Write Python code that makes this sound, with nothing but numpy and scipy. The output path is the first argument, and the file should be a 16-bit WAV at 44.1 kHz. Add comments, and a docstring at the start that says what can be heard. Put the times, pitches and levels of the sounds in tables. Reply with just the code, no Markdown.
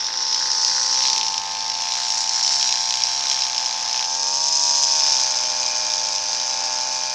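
"""Open field: a backpack brush cutter works through grass, some metres from a small microphone.
The two-stroke engine holds its speed while the clutch slips, and rises once when the head runs free.
It sounds as steady overtones plus noise puffed out at each firing; the tone changes as the worker turns.
The two nylon lines whistle (noise pulsed by the turn) and chop stems (short bursts), slower under load.
Tough stems snap brightly; the soil echoes the head; a faint murmur and a high hiss lie underneath."""
import sys
import numpy as np
from scipy import signal
from scipy.fft import rfft, irfft, next_fast_len
from scipy.io import wavfile
from scipy.ndimage import uniform_filter1d, minimum_filter1d, map_coordinates

SR = 44100
rng = np.random.default_rng(int(sys.argv[2]) if len(sys.argv) > 2 else 0)


def to_wav(s):
    """Save 16-bit WAV."""
    ch = np.atleast_2d(s).T  # columns
    pcm = np.round(np.clip(ch, -1, 1) * 32767)  # PCM
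    wavfile.write(sys.argv[1], SR, pcm.astype(np.int16))


N = 314874


def amp(db):
    """Amplitude factor of a level in dB."""
    return 10 ** (np.asarray(db) / 20)


def unit(x):
    """x scaled to rms 1."""
    return x / np.sqrt(np.mean(x ** 2) + 1e-20)


def curves(rows):
    """One value per sample for each column after start_s, linear between rows."""
    start_s, *columns = np.transpose(rows)
    return [np.interp(np.arange(N) / SR, start_s, column) for column in columns]


def wobble(rate_hz):
    """Random curve: normal knots, rate_hz a second, joined by lines."""
    knots = rng.standard_normal(int(N * rate_hz / SR) + 4)
    return map_coordinates(knots, [np.arange(N) * rate_hz / SR], order=1)


def coloured(x, points):
    """x through a minimum-phase filter of power gain 1, drawn by (freq_hz, gain_db) points."""
    freq_hz, gain_db = np.transpose(points)
    size = 8192
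    bins_hz = np.fft.rfftfreq(size, 1 / SR)
    gain = amp(np.interp(np.log(bins_hz + 1), np.log(freq_hz + 1), gain_db))
    cepstrum = irfft(np.log(gain + 1e-6))
    cepstrum[1:size // 2] *= 2  # folding the cepstrum makes the filter causal
    cepstrum[size // 2 + 1:] = 0
    response = irfft(np.exp(rfft(cepstrum)))
    return signal.fftconvolve(x, response / np.linalg.norm(response))[:N]


def bursts(samples, sizes, t60_s, tail_db):
    """A sharp blow at each sample index, followed by a dying puff of noise, cut off at 400 samples."""
    t = np.arange(400) / SR
    puffs = amp(-60 * t / t60_s) * rng.standard_normal((len(sizes), len(t)))
    puffs *= amp(tail_db) / np.linalg.norm(puffs, axis=1)[:, None]
    puffs[:, 0] = 1
    where = np.asarray(samples)[:, None] + np.arange(len(t))
    return np.bincount(where.ravel(), (sizes[:, None] * puffs).ravel(), N + len(t))[:N]


# engine overtones at four bearings of the worker: multiple_of_firing, level_db
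OVERTONES_SIDE_ON = [(1, -26.5), (2, -22), (3, -25), (4, -22.5), (5, -21.5), (6, -9), (7, -58), (8, -47),
                     (9, -4.5), (10, 4), (11, -1), (12, -2), (13, -19), (14, -9.5), (15, -16), (16, -12),
                     (17, -9.5), (18, -34), (19, -34), (20, -15), (21, -39), (22, -13), (23, -41),
                     (24, -32), (25, -34), (26, -43), (27, -27), (28, -27), (29, -43), (30, -61)]
OVERTONES_FACING = [(1, -24), (2, -22.5), (3, -21.5), (4, -38), (5, -28), (6, -18), (7, -19), (8, -5),
                    (9, -2.5), (10, 4.5), (11, -5), (12, -5.5), (13, -28), (14, -13.5), (15, -17),
                    (16, -43), (17, -49), (18, -15), (19, -18), (20, -14.5), (21, -27), (22, -27),
                    (23, -22), (24, -14), (25, -16), (26, -13.5), (27, -16.5), (28, -41), (29, -20.5),
                    (30, -27)]
OVERTONES_TURNING = [(1, -26), (2, -26), (3, -21), (4, -40), (5, -15.5), (6, -11.5), (7, -12.5), (8, -13),
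                     (9, -4), (10, 4.5), (11, -10), (12, -9.5), (13, -11), (14, -23), (15, -19), (16, -26),
                     (17, -24), (18, -15), (19, -30), (20, -28), (21, -19), (22, -25), (23, -28), (24, -34),
                     (25, -29), (26, -36), (27, -21), (28, -35), (29, -24), (30, -34)]
OVERTONES_BACK_ON = [(1, -25), (2, -23), (3, -20), (4, -40), (5, -25.5), (6, -11.5), (7, -4.5), (8, -11.5),
                     (9, -3.5), (10, 3.5), (11, -10), (12, -7), (13, -25), (14, -91), (15, -17),
                     (16, -13.5), (17, -13.5), (18, -31), (19, -13), (20, -49), (21, -22), (22, -37),
                     (23, -56), (24, -18.5), (25, -17.5), (26, -32), (27, -17.5), (28, -43), (29, -17),
                     (30, -17.5)]
# engine cover resonances: freq_hz, gain_db
COVER_RING = [(1500, 0), (1640, 5), (1780, 0), (2300, 0), (2460, 9), (2620, 0)]


def muffler_note(crank, bearing):
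    """Steady overtones of the firing rate leave the muffler; the engine cover rings along."""
    tables = [OVERTONES_SIDE_ON, OVERTONES_FACING, OVERTONES_TURNING, OVERTONES_BACK_ON]
    levels_db = np.array(tables)[:, :, 1].T
    flutter_db = 1.1
    note = np.zeros(N)
    for k, bearing_db in enumerate(levels_db, 1):
        lag = np.angle(1 / (1 - (k / 10) ** 2 + .6j * k / 10))  # muffler rings near the tenth overtone
        lag -= 0.0987 * (k - 10) ** 2  # higher overtones leave the pipe later
        level_db = np.interp(bearing, range(4), bearing_db) + flutter_db * wobble(5)
        note += amp(level_db) * np.cos(k * crank + lag)
    return coloured(note, COVER_RING)


# cooling fan whine: multiple_of_firing, level_db
FAN_WHINE = [(53, -9.5), (54, -1.5), (55, -21)]


def fan_whine(crank, behind):
    """Cooling fan tones locked to the crank, heard from behind."""
    return behind * sum(amp(db + 6.0 * wobble(7.2)) * np.cos(k * crank) for k, db in FAN_WHINE)


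# exhaust roar spectrum: freq_hz, gain_db
ROAR_SPECTRUM = [(300, -46.5), (450, -15), (650, -7), (800, -3.5), (900, -0.5), (1100, -2), (1300, -11),
                 (1650, -5), (2100, -14.5), (2450, -5.5), (3000, -8.5), (5000, -113)]


def exhaust_roar(crank):
    """Noise puffed out at each firing."""
    puff = np.exp(0.087 * np.cos(crank - .6))
    return unit(coloured(puff * rng.standard_normal(N), ROAR_SPECTRUM))


# cylinder fin resonance: freq_hz, gain_db
CYLINDER_FINS = [(1800, -50), (2250, -16), (2450, 0), (2650, -16), (3200, -50)]


def fin_rattle(crank, behind):
    """Each firing knocks the cylinder fins, heard from behind."""
    firings = np.flatnonzero(np.diff(np.floor(crank / (2 * np.pi) - .3)))
    sizes = amp(1.5 * rng.standard_normal(len(firings)))
    knocks = bursts(firings, sizes, t60_s=.01, tail_db=-8)
    return behind * amp(-47 + 2.5 * wobble(3)) * unit(coloured(knocks, CYLINDER_FINS))


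# firing rate, held by the slipping clutch, one free rev: start_s, firing_hz
FIRING_RATE = [(0, 88.17), (3.36, 88.15), (3.46, 87.5), (4.06, 87.4), (4.35, 92.9), (4.5, 94.3),
               (4.65, 95.3), (4.8, 93.9), (5.1, 89.4), (5.25, 88.55), (5.45, 88.25), (7.14, 88.15)]
# engine levels: start_s, note_db, roar_db
ENGINE_LEVELS = [(0, -44.5, -42), (.87, -40, -44), (1.05, -37, -42), (2.24, -40.5, -45),
                 (3.3, -40.5, -40.5), (3.86, -41, -39), (4.3, -36, -43), (4.53, -38, -44),
                 (4.71, -35.5, -41.5), (4.95, -37, -39), (5.55, -38.5, -39), (6.34, -40, -41),
                 (6.66, -38, -38), (7.14, -40, -44)]
# worker's bearing: start_s, bearing (0 side-on, 1 facing, 2 turning, 3 back-on)
WORKER_BEARING = [(0, -0.5), (.85, 0), (1.2, 0.7), (2, 1), (3.9, 1), (4.4, 2.5), (4.8, 2.5), (5.3, 3.5),
                  (7.14, 3)]


def engine():
    """One firing a turn drives note, fan, roar and rattle; their mix follows the worker's bearing."""
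    firing_hz, = curves(FIRING_RATE)
    note_db, roar_db = curves(ENGINE_LEVELS)
    bearing, = curves(WORKER_BEARING)
    behind = np.clip(bearing - 1.5, 0, 1)
    jittered_hz = firing_hz * (1 + 0.00042 * wobble(30))
    crank = 2 * np.pi * (.48 + np.cumsum(jittered_hz) / SR)
    tones = muffler_note(crank, bearing) + fan_whine(crank, behind)
    roar = exhaust_roar(crank)
    rattle = fin_rattle(crank, behind)
    free_db = .6 * np.clip(firing_hz - 89, 0, None)  # unloaded, it burns cleaner and roars less
    roar_gain = amp(roar_db - free_db + 0.17 * wobble(7))
    return np.sqrt(2) * amp(note_db) * tones + roar_gain * roar + rattle


# line whistle and its bright edge: start_s, whistle_db, edge_over_whistle_db
WHISTLE_LEVELS = [(0.0, -26.5, -27), (0.08, -24, -31), (0.1, -28, -28), (0.34, -20.5, -28),
                  (0.4, -22.5, -19), (0.67, -18, -19), (0.79, -20.5, -14.5), (1.07, -19, -18),
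                  (1.43, -30.5, -13), (1.67, -27.5, -17), (2.22, -23, -8), (2.28, -24.5, -13),
                  (2.54, -19.5, -11.5), (2.88, -25, -12), (3.46, -23, -14), (3.52, -27, -12),
                  (3.98, -25.5, -16), (4.69, -19, -12), (5.09, -18.5, -15), (5.43, -24, -14),
                  (6.88, -25, -13), (7.14, -27.5, -13)]
# whistle spectra, from the front and past the worker's body: freq_hz, gain_db
WHISTLE_FRONT = [(2000, -39), (3000, -33), (4100, -9), (4700, -5.5), (5370, 1), (5900, -0.5), (6900, -23.5),
                 (8000, -30.5), (12000, -92.5)]
WHISTLE_PAST_BODY = [(2000, -68.5), (3000, -24.5), (4400, -11), (5120, 2.5), (5600, -2), (6250, 0.5),
                     (7000, -19.5), (8000, -44.5), (12000, -79)]
# bright edge spectrum: freq_hz, gain_db
EDGE_SPECTRUM = [(5000, -83), (6300, 1), (7000, 1.5), (7800, -7.5), (8500, -17), (10000, -28.5),
                 (13000, -42), (16000, -57)]


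def line_whistle(air, sweep, behind):
    """The lines tear the air: a whistle band plus a bright edge, pulsed by the sweep."""
    whistle_db, edge_db = curves(WHISTLE_LEVELS)
    front = np.sqrt(1 - behind) * unit(coloured(air[0], WHISTLE_FRONT))
    past_body = np.sqrt(behind) * unit(coloured(air[0], WHISTLE_PAST_BODY))
    edge = unit(coloured(sweep ** 1.13 * air[1], EDGE_SPECTRUM))
    return amp(whistle_db) * (front + past_body + amp(edge_db) * edge)


# stem and thud spectra: freq_hz, gain_db
STEM_SPECTRUM = [(800, -52.5), (1800, -10.5), (2500, -3), (3200, 1.5), (4200, 5), (5400, 3.5), (6500, 0.5),
                 (8000, -20), (14000, -37.5)]
THUD_SPECTRUM = [(600, -50), (1200, -7.5), (1600, -1), (2000, -2.5), (2600, -18), (4000, -51)]
# grass: start_s, cut_db, thud_db, thrash_db
GRASS_LEVELS = [(0, -39, -42, -52.5), (.3, -46, -45, -57), (.36, -31, -42, -56), (.45, -49, -41.5, -53),
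                (.85, -45, -42.5, -58), (1.05, -25, -45, -55), (1.14, -37, -53, -52),
                (1.42, -36.5, -54, -58), (1.8, -34, -47.5, -65), (2.0, -29, -43.5, -62),
                (2.25, -37, -41.5, -62), (2.7, -31.5, -41, -54.5), (2.85, -32, -49, -61),
                (3.3, -29.5, -43.5, -60), (3.55, -33, -48, -61), (4.02, -29.5, -44, -65),
                (4.12, -45, -62, -66), (5.0, -35.5, -49, -60), (6.0, -38, -51, -57.5),
                (7.14, -41.5, -51, -61)]
TUFTS_DB = 1.5  # the bite wavers from tuft to tuft


def stem_chops(turns, tough_at):
    """Each line end chops stems once a turn, the longer end harder: a bright cut and a low thud."""
    cut_db, thud_db, _ = curves(GRASS_LEVELS)
    passes = np.flatnonzero(np.diff(np.floor(2 * turns)))
    chance = rng.standard_normal((1000, 3))[:len(passes)]
    scatter_db = 2.2
    samples = np.clip(passes + (.0004 * SR * chance[:, 0]).astype(int), 0, N - 1)
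    pass_db = 10 * (np.floor(2 * turns[passes + 1]) % 2 == 0)  # longer end
    tough = np.abs(passes[:, None] - tough_at).min(1) < .003 * SR
    pass_db = pass_db - 20 * tough  # a pass that breaks a tough stem sounds as that snap
    cut_sizes = amp(pass_db + scatter_db * chance[:, 1])
    thud_sizes = amp(pass_db + scatter_db * chance[:, 2])
    cuts = unit(coloured(bursts(samples, cut_sizes, t60_s=0.0081, tail_db=-1.5), STEM_SPECTRUM))
    thuds = unit(coloured(bursts(samples, thud_sizes, t60_s=0.065, tail_db=-5.5), THUD_SPECTRUM))
    return amp(TUFTS_DB * wobble(12)) * (amp(cut_db) * cuts + amp(thud_db) * thuds)


# thrashed grass spectrum: freq_hz, gain_db
THRASH_SPECTRUM = [(100, -39), (220, -9.5), (350, -3), (480, -6), (700, -13), (1200, -61)]
# flying bits: mean level, then shares of the whistle's and of the cut's swells
BITS_DB, BITS_FOLLOW, BITS_BITE = -34, .2, 0.25


def litter(air):
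    """Flying bits of grass and low thrashing: noise pulsed by the sweep."""
    whistle_db, _ = curves(WHISTLE_LEVELS)
    cut_db, _, thrash_db = curves(GRASS_LEVELS)
    whistle_swell_db = whistle_db - whistle_db.mean()
    cut_swell_db = cut_db - cut_db.mean()
    bits_db = BITS_DB + BITS_FOLLOW * whistle_swell_db + BITS_BITE * cut_swell_db
    bits = amp(bits_db) * unit(coloured(air[2], STEM_SPECTRUM))
    return bits + amp(thrash_db) * unit(coloured(air[3], THRASH_SPECTRUM))


# head's own tones: multiple_of_turn, level_db
HEAD_TONES = [(2, -65), (4, -71), (5, -72)]


def head_hum(even_turns):
    """Tones locked to the turning head."""
    tones = [amp(db + 2.2 * wobble(9.7)) * np.cos(2 * np.pi * k * even_turns) for k, db in HEAD_TONES]
    return np.sqrt(2) * sum(tones)


# head speed, slowing as it bites, running up between bites: start_s, turns_hz
HEAD_SPEED = [(0, 53), (.3, 64), (.66, 62), (.84, 62.6), (1.0, 66.5), (1.1, 65), (1.32, 51.8), (1.56, 52.3),
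              (2.0, 61.8), (2.2, 56.8), (2.36, 59.3), (2.52, 66.8), (2.74, 59.8), (2.9, 60.7), (3.3, 67.2),
              (3.62, 60.6), (3.86, 58.9), (4.0, 61.3), (4.22, 69.5), (4.6, 72.6), (5.16, 67.7), (5.44, 59),
              (5.64, 61.3), (5.78, 58.3), (5.9, 57.9), (6.14, 50.6), (6.24, 52.4), (6.48, 64.6),
              (6.66, 59.6), (6.88, 64.7), (7.14, 64.5)]
# whistle passing the worker's body: start_s, share (0-1)
BODY_SHADOW = [(0, 0), (1.5, 0.03), (3.3, 0.14), (3.7, 0.84), (4.4, 0.96), (7.14, 1)]


def cutter():
    """Each line end sweeps toward the listener and into the grass once a turn; one end is longer."""
    turns_hz = uniform_filter1d(curves(HEAD_SPEED)[0], size=SR // 20)
    even_turns = np.cumsum(turns_hz) / SR
    tough_at = np.round(np.array(TOUGH_STEMS)[:, 0] * SR).astype(int)
    whole = np.cumsum(np.maximum(1, np.round(np.diff(even_turns[tough_at], prepend=0))))
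    # phase is bent so that tough stems fall to the longer end
    turns = even_turns + np.interp(np.arange(N), tough_at, whole - even_turns[tough_at])
    angle = 2 * np.pi * turns
    behind = np.clip(curves(BODY_SHADOW)[0], 0, 1)
    once = 0.13 * np.cos(angle - 1.1)
    # the worker's body hides the far half of each sweep, so the whistle pulses more
    twice = (0.17 + 0.15 * behind) * np.cos(2 * angle + 0.67)
    sweep = np.exp(once + twice + 0.02 * wobble(70) + 0.16 * wobble(250))
    air = sweep * rng.standard_normal((4, N))
    return line_whistle(air, sweep, behind) + stem_chops(turns, tough_at) + litter(air) + head_hum(even_turns)


# air murmur and treble hiss spectra: freq_hz, gain_db
MURMUR_SPECTRUM = [(15, -34), (25, -13), (97, -11.5), (219, -11), (264, -9.5), (389, -16.5), (500, -6.5),
                   (650, -18), (1100, -120)]
HISS_SPECTRUM = [(6000, -60), (9000, -2), (11000, 8), (13500, -18), (16000, -5)]


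def field():
    """A low, faint murmur of air over the field, and an even hiss in the high treble."""
    murmur_gain = amp(-62.0 + 1.2 * wobble(3.6))
    murmur = unit(coloured(rng.standard_normal(N), MURMUR_SPECTRUM))
    hiss = unit(coloured(rng.standard_normal(N), HISS_SPECTRUM))
    return murmur_gain * murmur + amp(-68.5) * hiss


# tough stems: start_s, peak_db, body_over_peak_db, crack_over_peak_db
TOUGH_STEMS = [(0.0433, -8, -27, -45), (0.0672, -7, -26, -51), (0.1735, -9, -28, -44),
               (0.3277, -5, -21, -53), (0.3456, -7, -17, -48), (0.4728, -7, -25, -41),
               (0.5167, -5, -25, -50), (0.6484, 1, -28, -44), (0.831, -7, -24, -48), (1.0999, -2, -19, -47),
               (1.1313, -1, -21, -52), (1.1628, -6, -16, -40), (1.1792, 0, -20, -46),
               (1.2121, -4, -15, -49), (1.2306, -3, -19, -45), (1.266, -7, -17, -43), (1.283, -4, -21, -48),
               (1.3423, -10, -13, -40), (1.3793, -4, -19, -50), (1.6995, -8, -18, -48),
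               (1.718, -7, -18, -47), (1.8208, -7, -20, -43), (1.921, -7, -17, -42), (2.0837, -6, -21, -43),
               (2.1031, -5, -22, -42), (2.1221, -4, -24, -46), (2.2408, -7, -21, -42),
               (2.2767, -10, -18, -43), (2.2937, -2, -25, -47), (2.4104, -8, -18, -45),
               (2.4478, -6, -20, -49), (2.4932, -7, -19, -42), (2.6115, -5, -17, -45),
               (2.6279, -1, -20, -47), (2.6748, -8, -16, -40), (2.6918, -3, -17, -45),
               (2.7252, 0, -20, -49), (2.7566, -5, -17, -45), (2.9073, -6, -14, -41),
               (3.0205, -7, -15, -43), (3.037, 0, -22, -52), (3.0699, -7, -17, -43), (3.2695, -4, -21, -46),
               (3.2994, -3, -20, -45), (3.4206, -2, -19, -51), (3.5798, -6, -19, -47),
               (3.6606, -8, -18, -47), (3.929, -7, -19, -48), (3.9774, -8, -17, -46),
               (4.3705, -8, -26, -45), (4.8359, -3, -23, -45), (4.9521, -6, -24, -41),
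               (5.0065, -5, -20, -43), (5.0509, -6, -24, -41), (5.1213, -6, -24, -43),
               (5.215, -5, -23, -39), (5.3882, -7, -23, -47), (5.6635, -8, -24, -46), (5.902, -8, -22, -43),
               (5.9189, -4, -27, -45), (5.9374, -6, -24, -45), (5.9808, -7, -23, -48),
               (6.1614, -9, -24, -42), (6.1823, -7, -23, -47)]
# snap, body and crack spectra: freq_hz, gain_db
SNAP_SPECTRUM = [(2500, -44), (3600, 1), (4400, -10.5), (5300, 10.5), (6200, 0), (7500, -13.5),
                 (9000, -74.5)]
BODY_SPECTRUM = [(1000, -47), (1800, -13), (2600, -1.5), (3400, 2), (4200, 5), (6000, -53)]
CRACK_SPECTRUM = [(5000, -49), (7500, 1), (10000, -5), (15000, -17)]
BODY_S, CRACK_S = 0.003, 0.0041  # body and crack levels are rms over these times
TAIL_ADDS_DB = 2.5  # puff, body and hiss lift the snap's peak


def snaps():
    """Tough stems break with a bright snap, a lower body and a thin crack."""
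    start_s, peak_db, body_db, crack_db = np.transpose(TOUGH_STEMS)
    samples = np.round(start_s * SR).astype(int)
    tail_db = -3.5
    click = np.eye(1, 400)[0]
    filter_peak = amp(TAIL_ADDS_DB) * np.abs(coloured(click, SNAP_SPECTRUM)).max()
    snap_sizes = amp(peak_db) / filter_peak
    body_sizes = amp(peak_db + body_db) * np.sqrt(BODY_S * SR)
    crack_sizes = amp(peak_db + crack_db) * np.sqrt(CRACK_S * SR)
    snap = coloured(bursts(samples, snap_sizes, t60_s=0.0081, tail_db=tail_db), SNAP_SPECTRUM)
    body = coloured(bursts(samples, body_sizes, t60_s=0.02, tail_db=tail_db), BODY_SPECTRUM)
    crack = coloured(bursts(samples, crack_sizes, t60_s=0.0051, tail_db=tail_db), CRACK_SPECTRUM)
    return snap + body + crack


# echo off the soil: start_s, delay_ms, strength (0-1)
SOIL_ECHO = [(0, 0.56, 0.34), (.2, 0.56, 0.22), (.6, 0.62, 0.23), (1, 0.66, 0.04), (1.45, 1.3, 0),
             (1.7, 1.05, 0.2), (2.3, 1.44, 0), (2.7, 1.22, 0.23), (3.2, 1.255, 0.2), (4.2, 1.15, 0),
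             (4.8, 1.2, 0.12), (5.5, 0.95, 0.03), (7.14, 0.69, 0.06)]


def off_the_ground(x):
    """The low head is heard again a moment later off the soil, which hollows out moving bands."""
    delay_ms, strength = curves(SOIL_ECHO)
    delay_samples = uniform_filter1d(delay_ms, SR // 10) * SR / 1000
    echo = map_coordinates(x, [np.arange(N) - delay_samples], mode="nearest")
    return (x + strength * echo) / np.sqrt(1 + strength ** 2)


def scene():
    """Engine, head with its soil echo, and field, in one channel."""
    return (engine() + off_the_ground(cutter() + snaps()) + field())[None]


TOP_HZ = 15600  # band limit


def record(dry):
    """A quick limiter holds the loudest snaps; deep bass rolls off; nothing is kept above TOP_HZ."""
    needed = np.minimum(1, .99 / (np.abs(dry) + 1e-9))
    held = dry * uniform_filter1d(minimum_filter1d(needed, size=65), size=64)
    m = next_fast_len(N + SR // 2)
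    hz = np.fft.rfftfreq(m, 1 / SR)
    bass = 1 / np.sqrt(1 + (45 / (hz + 1)) ** 2)
    return irfft(rfft(held, m) * bass * (hz < TOP_HZ), m)[..., :N]


dry = scene()
out = record(dry)
to_wav(out)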